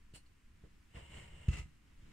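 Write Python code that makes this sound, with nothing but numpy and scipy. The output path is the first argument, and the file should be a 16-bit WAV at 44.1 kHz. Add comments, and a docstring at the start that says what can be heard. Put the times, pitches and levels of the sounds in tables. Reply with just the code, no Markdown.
"""A craft knife scores thin card along a ruler, on a cutting mat on a desk in a small quiet room.
The tip scratches and rings, then the blade cuts, drops onto the mat and skids: random fibre snaps
excite the resonances of what it touches. Knocks and drag excite the damped modes of the desk top.
Hands rub on card and ruler, more strongly at the end. Dying reflections and faint room noise surround all."""
import sys
import numpy as np
from scipy import signal
from scipy.fft import rfft, irfft
from scipy.io import wavfile

SR = 44100
rng = np.random.default_rng(int(sys.argv[2]) if len(sys.argv) > 2 else 0)


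def master(y):
    """Save y as 16-bit WAV."""
    cut = np.clip(np.atleast_2d(y).T, -1, 1)
    pcm = np.round(cut * 32767)  # scale
    wavfile.write(sys.argv[1], SR, pcm.astype(np.int16))


N = 93800

# Force on the blade while it cuts the card: t/s, level/dB
CUT_FORCE = [(.88, -90), (.905, -76), (.94, -71), (.95, -63), (.975, -60), (1.03, -63), (1.085, -64.5),
             (1.125, -59), (1.17, -55), (1.24, -59), (1.3, -65), (1.36, -62.5), (1.41, -64.5), (1.475, -63),
             (1.5, -84)]
# Skid of the blade on the mat: attack/s, hold/s, release/s, level/dB
SKID_STROKE = (.046, .06, .058, -50.2)
SKID_START_S = 1.487


def undb(db):
    """An amplitude ratio is ten to the power of its level in dB over 20."""
    return 10 ** (np.asarray(db) / 20)


def unit(x):
    """Normalise the mean power, and so the rms, to 1."""
    return x / np.sqrt(np.mean(x ** 2))


def clock():
    """Uniform sampling: the time of every sample in seconds."""
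    return np.arange(N) / SR


def convolve(x, response):
    """Linear superposition: each input sample launches the response; the result is cut to length."""
    return signal.fftconvolve(x, response)[:N]


def walk(rate):
    """Random modulation: straight lines join normal random values, `rate` of them per second."""
    knots = rng.standard_normal(4096)
    return np.interp(clock() * rate, np.arange(len(knots)), knots)


def follow(curve):
    """Amplitude envelope: gain along a curve of t/s, level/dB, linear in dB between points."""
    at, db = np.array(curve).T
    return undb(np.interp(clock(), at, db))


def stroke(start, attack, hold, release, db):
    """Transient envelope: linear rise, hold, then exponential decay of 20 dB per release time."""
    t = clock() - start
    rise = np.clip(t / attack, 0, 1)
    decay_db = 20 * np.maximum(t - attack - hold, 0) / release
    return rise * undb(db - decay_db)


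def butter(x, hz, kind, order=2):
    """Maximally flat low-pass or high-pass filtering."""
    return signal.sosfilt(signal.butter(order, hz, kind, fs=SR, output="sos"), x)


def colour(x, points, rings=()):
    """Minimum-phase filtering: broad colour times Lorentzian resonances, each panned in level."""
    hz = np.maximum(np.arange(N // 2 + 1) * SR / N, 1)
    at, db = np.array(points).T
    broad = undb(np.interp(np.log(hz), np.log(at), db))
    sides = np.array([[.5], [-.5]])  # left and right share of the level difference
    peak_power = 1
    for f, width, level, pan in rings:
        peak_power = peak_power + undb(level + pan * sides) ** 2 / (1 + (2 * (hz - f) / width) ** 2)
    cepstrum = irfft(np.log(broad * np.sqrt(peak_power)), N)
    # Folding the even cepstrum onto positive times gives the causal minimum-phase response
    fold = 1 + np.sign(N / 2 - np.arange(N))
    fold[0] = 1
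    response = np.exp(rfft(cepstrum * fold))
    return irfft(rfft(x) * response, N)


def tail(t60):
    """Diffuse reverberation: exponentially decaying noise of unit energy."""
    h = rng.standard_normal(N) * np.exp(-np.log(1000) * clock() / t60)
    return h / np.sqrt(np.sum(h ** 2))


def fibres():
    """Shot noise: about 9000 random snaps per second, of either sign and uneven size."""
    snaps_per_s = 9000
    chance, size, sign = rng.random(N), rng.exponential(size=N), rng.choice([-1, 1], N)
    snaps = (chance < snaps_per_s / SR) * sign
    return snaps * undb(2.5 * np.minimum(size, 5))  # 2.5 dB per unit of size


def scrape(force, points, rings=()):
    """Friction as filtered shot noise: the right port hears it later and partly decorrelated."""
    # Phase lead of the left port over the right: f/Hz, phase/rad
    lead = [(0, 0), (200, .1), (450, 1.3), (750, 3.1), (1000, 4.7), (1250, 6.6), (2000, 6.4), (2400, 9.0),
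            (2800, 12.3), (3500, 12.7), (4400, 15.0), (7000, 25.1), (8500, 26.2), (16000, 45)]
    share = .58  # share of the scratching power common to both ports
    common = fibres()
    phase = np.interp(np.arange(N // 2 + 1) * SR / N, *np.array(lead).T)
    delayed = irfft(rfft(common) * np.exp(-1j * phase), N)
    shared = np.array([common, delayed])
    separate = np.array([fibres(), fibres()])
    snaps = np.sqrt(share) * shared + np.sqrt(1 - share) * separate
    sticking = undb(1.5 * walk(140))  # rapid unevenness of the friction
    return force * unit(colour(snaps * sticking, points, rings))


def room_tone():
    """Diffuse background noise: partly correlated hiss over a wavering rumble common to both ports."""
    # Colour of the air noise: f/Hz, level/dB
    air = [(20, 2), (38, -10), (60, -2), (110, -12), (150, -23), (200, -18), (300, -24), (400, -34),
           (620, -44), (1000, -36), (1900, -34.5), (2700, -36.5), (3500, -43), (6000, -45), (8000, -46),
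           (11000, -51), (15500, -57)]
    hiss = [unit(butter(colour(rng.standard_normal(N), air), 260, "highpass")) for _ in range(3)]
    hiss = unit(np.array(hiss[:2]) + .6 * hiss[2])  # the third hiss reaches both ports
    hiss = hiss * undb(-72.5 + .6 * walk(6))
    rumble = unit(butter(colour(rng.standard_normal(N), air), 260, "lowpass"))
    return hiss + rumble * undb(-61.5 + 2.5 * walk(12))


def desk():
    """Modal response: soft pushes and the drag of the blade excite damped modes of the desk top."""
    # Modes of the desk top: f/Hz, level/dB, t60/s
    desk_modes = [(59, -9, .25), (72, -8, .14), (88, -5, .075), (121, -7, .11), (156, -15, .28),
                  (208, -27, .35), (303, -17, .3), (350, -22, .22), (418, -19, .2), (510, -20, .14)]
    # Knocks on the desk: t/s, level/dB, contact time/s
    knocks = [(.137, -49, .0022), (.6378, -51, .002), (.946, -44, .006), (.966, -42, .005),
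              (1.018, -44, .012), (1.481, -17.3, .008), (1.4835, -32, .0032), (1.5045, -27, .011),
              (1.535, -37.5, .006), (1.59, -30, .01), (1.629, -39, .012), (1.657, -48, .004),
              (2.025, -44, .012)]
    t = clock()
    response = np.zeros(N)
    for hz, db, t60 in desk_modes:
        response += undb(db) * np.cos(2 * np.pi * hz * t) * np.exp(-np.log(1000) * t / t60)
    pushes = np.zeros(N)
    for at, db, contact in knocks:
        pulse = np.sin(np.pi * np.clip((t - at) / contact, 0, 1)) ** 2
        pushes += undb(db) * pulse * 2 / (contact * SR)  # equal impulse for any contact time
    # Shaking relative to the scraping force: 2.5 dB on the card, 3 dB on the mat
    drag = undb(2.5) * follow(CUT_FORCE) + undb(3) * stroke(SKID_START_S, *SKID_STROKE)
    rumble = drag * unit(butter(convolve(fibres(), response), 190, "lowpass"))
    return butter(rumble - convolve(pushes, response), 44, "highpass")


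def hands():
    """Sliding friction: skin rubs on card and ruler, and a fingertip settles on the ruler."""
    # Rubbing as the grip shifts: t/s, level/dB
    rub_force = [(0, -80), (.3, -88), (.48, -90), (.56, -75), (.7, -72), (.85, -82), (1.6, -80),
                 (1.68, -72), (1.8, -79), (1.88, -71), (1.95, -73), (2.03, -67), (2.09, -65.5), (2.12, -61)]
    # Colour of the rubbing: f/Hz, level/dB
    skin_colour = [(60, 2), (150, 15), (220, 6), (310, 6), (700, -4), (2000, 0), (3000, -3), (4500, -9),
                   (8000, -12), (11000, -24), (15000, -30)]
    # Desk resonances under the hands: f/Hz, width/Hz, level/dB, left minus right/dB
    hand_rings = [(150, 25, 9, 0), (207, 20, 9, 0), (308, 20, 9, 0)]
    # Fingertip settling: attack/s, hold/s, release/s, level/dB
    scuff = (.002, .018, .04, -67)
    # Colour of the fingertip: f/Hz, level/dB
    finger_colour = [(100, -6), (300, 0), (550, 0), (800, -13), (2000, -18), (4000, -30), (15000, -45)]
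    rubbing = scrape(follow(rub_force), skin_colour, hand_rings)
    return rubbing + scrape(stroke(.639, *scuff), finger_colour)


def tip_touches():
    """Contact excitation: the tip scratches as it is set down, and two touches ring the knife."""
    # Scratch, ringing and second light touch: attack/s, hold/s, release/s, level/dB
    scratch = (.014, .014, .035, -57.5)
    ringing = (.001, .042, .025, -62.5)
    retouch = (.002, .01, .02, -77)
    # Colours of tip and knife: f/Hz, level/dB
    tip_colour = [(200, -2), (500, 3), (800, 0), (1150, -8), (2000, -3), (2950, -2), (3400, -13),
                  (5000, -10), (7300, -6), (8500, 0), (9800, -2), (11000, -16), (15000, -19)]
    knife_colour = [(300, -8), (2500, 0), (9000, -3), (15000, -20)]
    # Resonances under the tip and of the knife: f/Hz, width/Hz, level/dB, left minus right/dB
    tip_rings = [(2420, 40, 8, 0), (2870, 130, 10, -8), (8050, 80, 2, -5), (8570, 80, 5, 3),
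                 (9540, 300, 4, -9)]
    knife_rings = [(2820, 90, 15, -4), (4345, 90, 22, 0), (8000, 80, 10, 0)]
    tip_start = .136  # s
    touches = stroke(tip_start, *ringing) + stroke(.261, *retouch)
    set_down = scrape(stroke(tip_start, *scratch), tip_colour, tip_rings)
    return set_down + scrape(touches, knife_colour, knife_rings)


def card_cut():
    """Fracture noise: a first bite, then fibre snaps ring card and ruler, with a fine edge hiss."""
    # First bite: attack/s, hold/s, release/s, level/dB
    bite = (.002, .04, .055, -58.5)
    # Colours of bite, cut and edge hiss: f/Hz, level/dB
    grit_colour = [(120, -10), (240, -6), (450, 5), (900, -3), (1300, -7), (2200, -1), (3500, -13),
                   (8000, -26), (15000, -42)]
    card_colour = [(150, -14), (250, -17), (320, 1), (450, 1), (900, -3), (1300, -8), (2000, -4),
                   (3050, -1.5), (3300, -10), (5000, -19), (6500, -19), (7300, -13), (8800, -12.5),
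                   (9500, -26), (15000, -33)]
    edge_colour = [(300, -30), (3000, -14), (4000, -6), (6000, -10), (7400, -2), (8700, 0), (9600, -16),
                   (15000, -35)]
    # Resonances of card and ruler: f/Hz, width/Hz, level/dB, left minus right/dB
    card_rings = [(845, 22, 4, 4), (1030, 35, 4, 0), (1570, 35, 3, 0), (1860, 50, 2, 0), (2072, 25, 7, 3),
                  (2140, 22, 6, 3), (2390, 40, 1, -4), (2815, 40, 6, -4), (2960, 100, 4.5, -4),
                  (8450, 600, -2, 1)]
    force = follow(CUT_FORCE)
    cut = scrape(stroke(.9445, *bite), grit_colour) + scrape(force, card_colour, card_rings)
    # The hiss grows faster than the force and lies 15 dB below it at its peak
    edge_force = undb(-15) * force.max() * (force / force.max()) ** 1.4
    return cut + scrape(edge_force, edge_colour)


def mat_skid():
    """Impact followed by sliding friction: the blade drops onto the mat and skids on."""
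    # Drop onto the mat: attack/s, hold/s, release/s, level/dB
    drop = (.001, .006, .02, -49.5)
    # Colour of the mat: f/Hz, level/dB
    mat_colour = [(150, -4), (300, 1), (600, -3), (1500, -5), (2100, -1), (2950, 0), (3400, -8.5),
                  (5500, -10.5), (7600, -8), (9500, -16), (11500, -27), (15000, -31)]
    # Resonances on the mat: f/Hz, width/Hz, level/dB, left minus right/dB
    mat_rings = [(740, 35, 2, 10), (845, 30, 4, 5), (1250, 45, 7, -8), (2018, 18, 13, -3), (2100, 20, 8, 1),
                 (2394, 20, 6, -4), (2618, 20, 9, 4), (2703, 30, 11, 7), (2830, 40, 1, -4),
                 (4440, 60, 0, 0)]
    force = stroke(1.482, *drop) + stroke(SKID_START_S, *SKID_STROKE)
    return scrape(force, mat_colour, mat_rings)


def blade():
    """Superposition of the blade's contacts: tip set down, long cut, drop and skid."""
    return tip_touches() + card_cut() + mat_skid()


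def scene():
    """Direct sound plus reverberation: two ports hear blade, hands and desk in the room."""
    background, thud = room_tone(), desk()
    scratch = hands() + blade()
    ports = []
    for direct in scratch:
        echoes = undb(-7) * convolve(direct, tail(.14))  # t60 of .14 s
        bass = thud + undb(-20) * convolve(thud, tail(.5))  # t60 of .5 s
        ports.append(direct + echoes + bass)
    return np.array(ports) + background


def record(dry):
    """Band limitation: the recorder's steep elliptic low-pass cuts the top above 15650 Hz."""
    return signal.sosfilt(signal.ellip(10, .2, 70, 15650, fs=SR, output="sos"), dry)


dry = scene()
out = record(dry)
master(out)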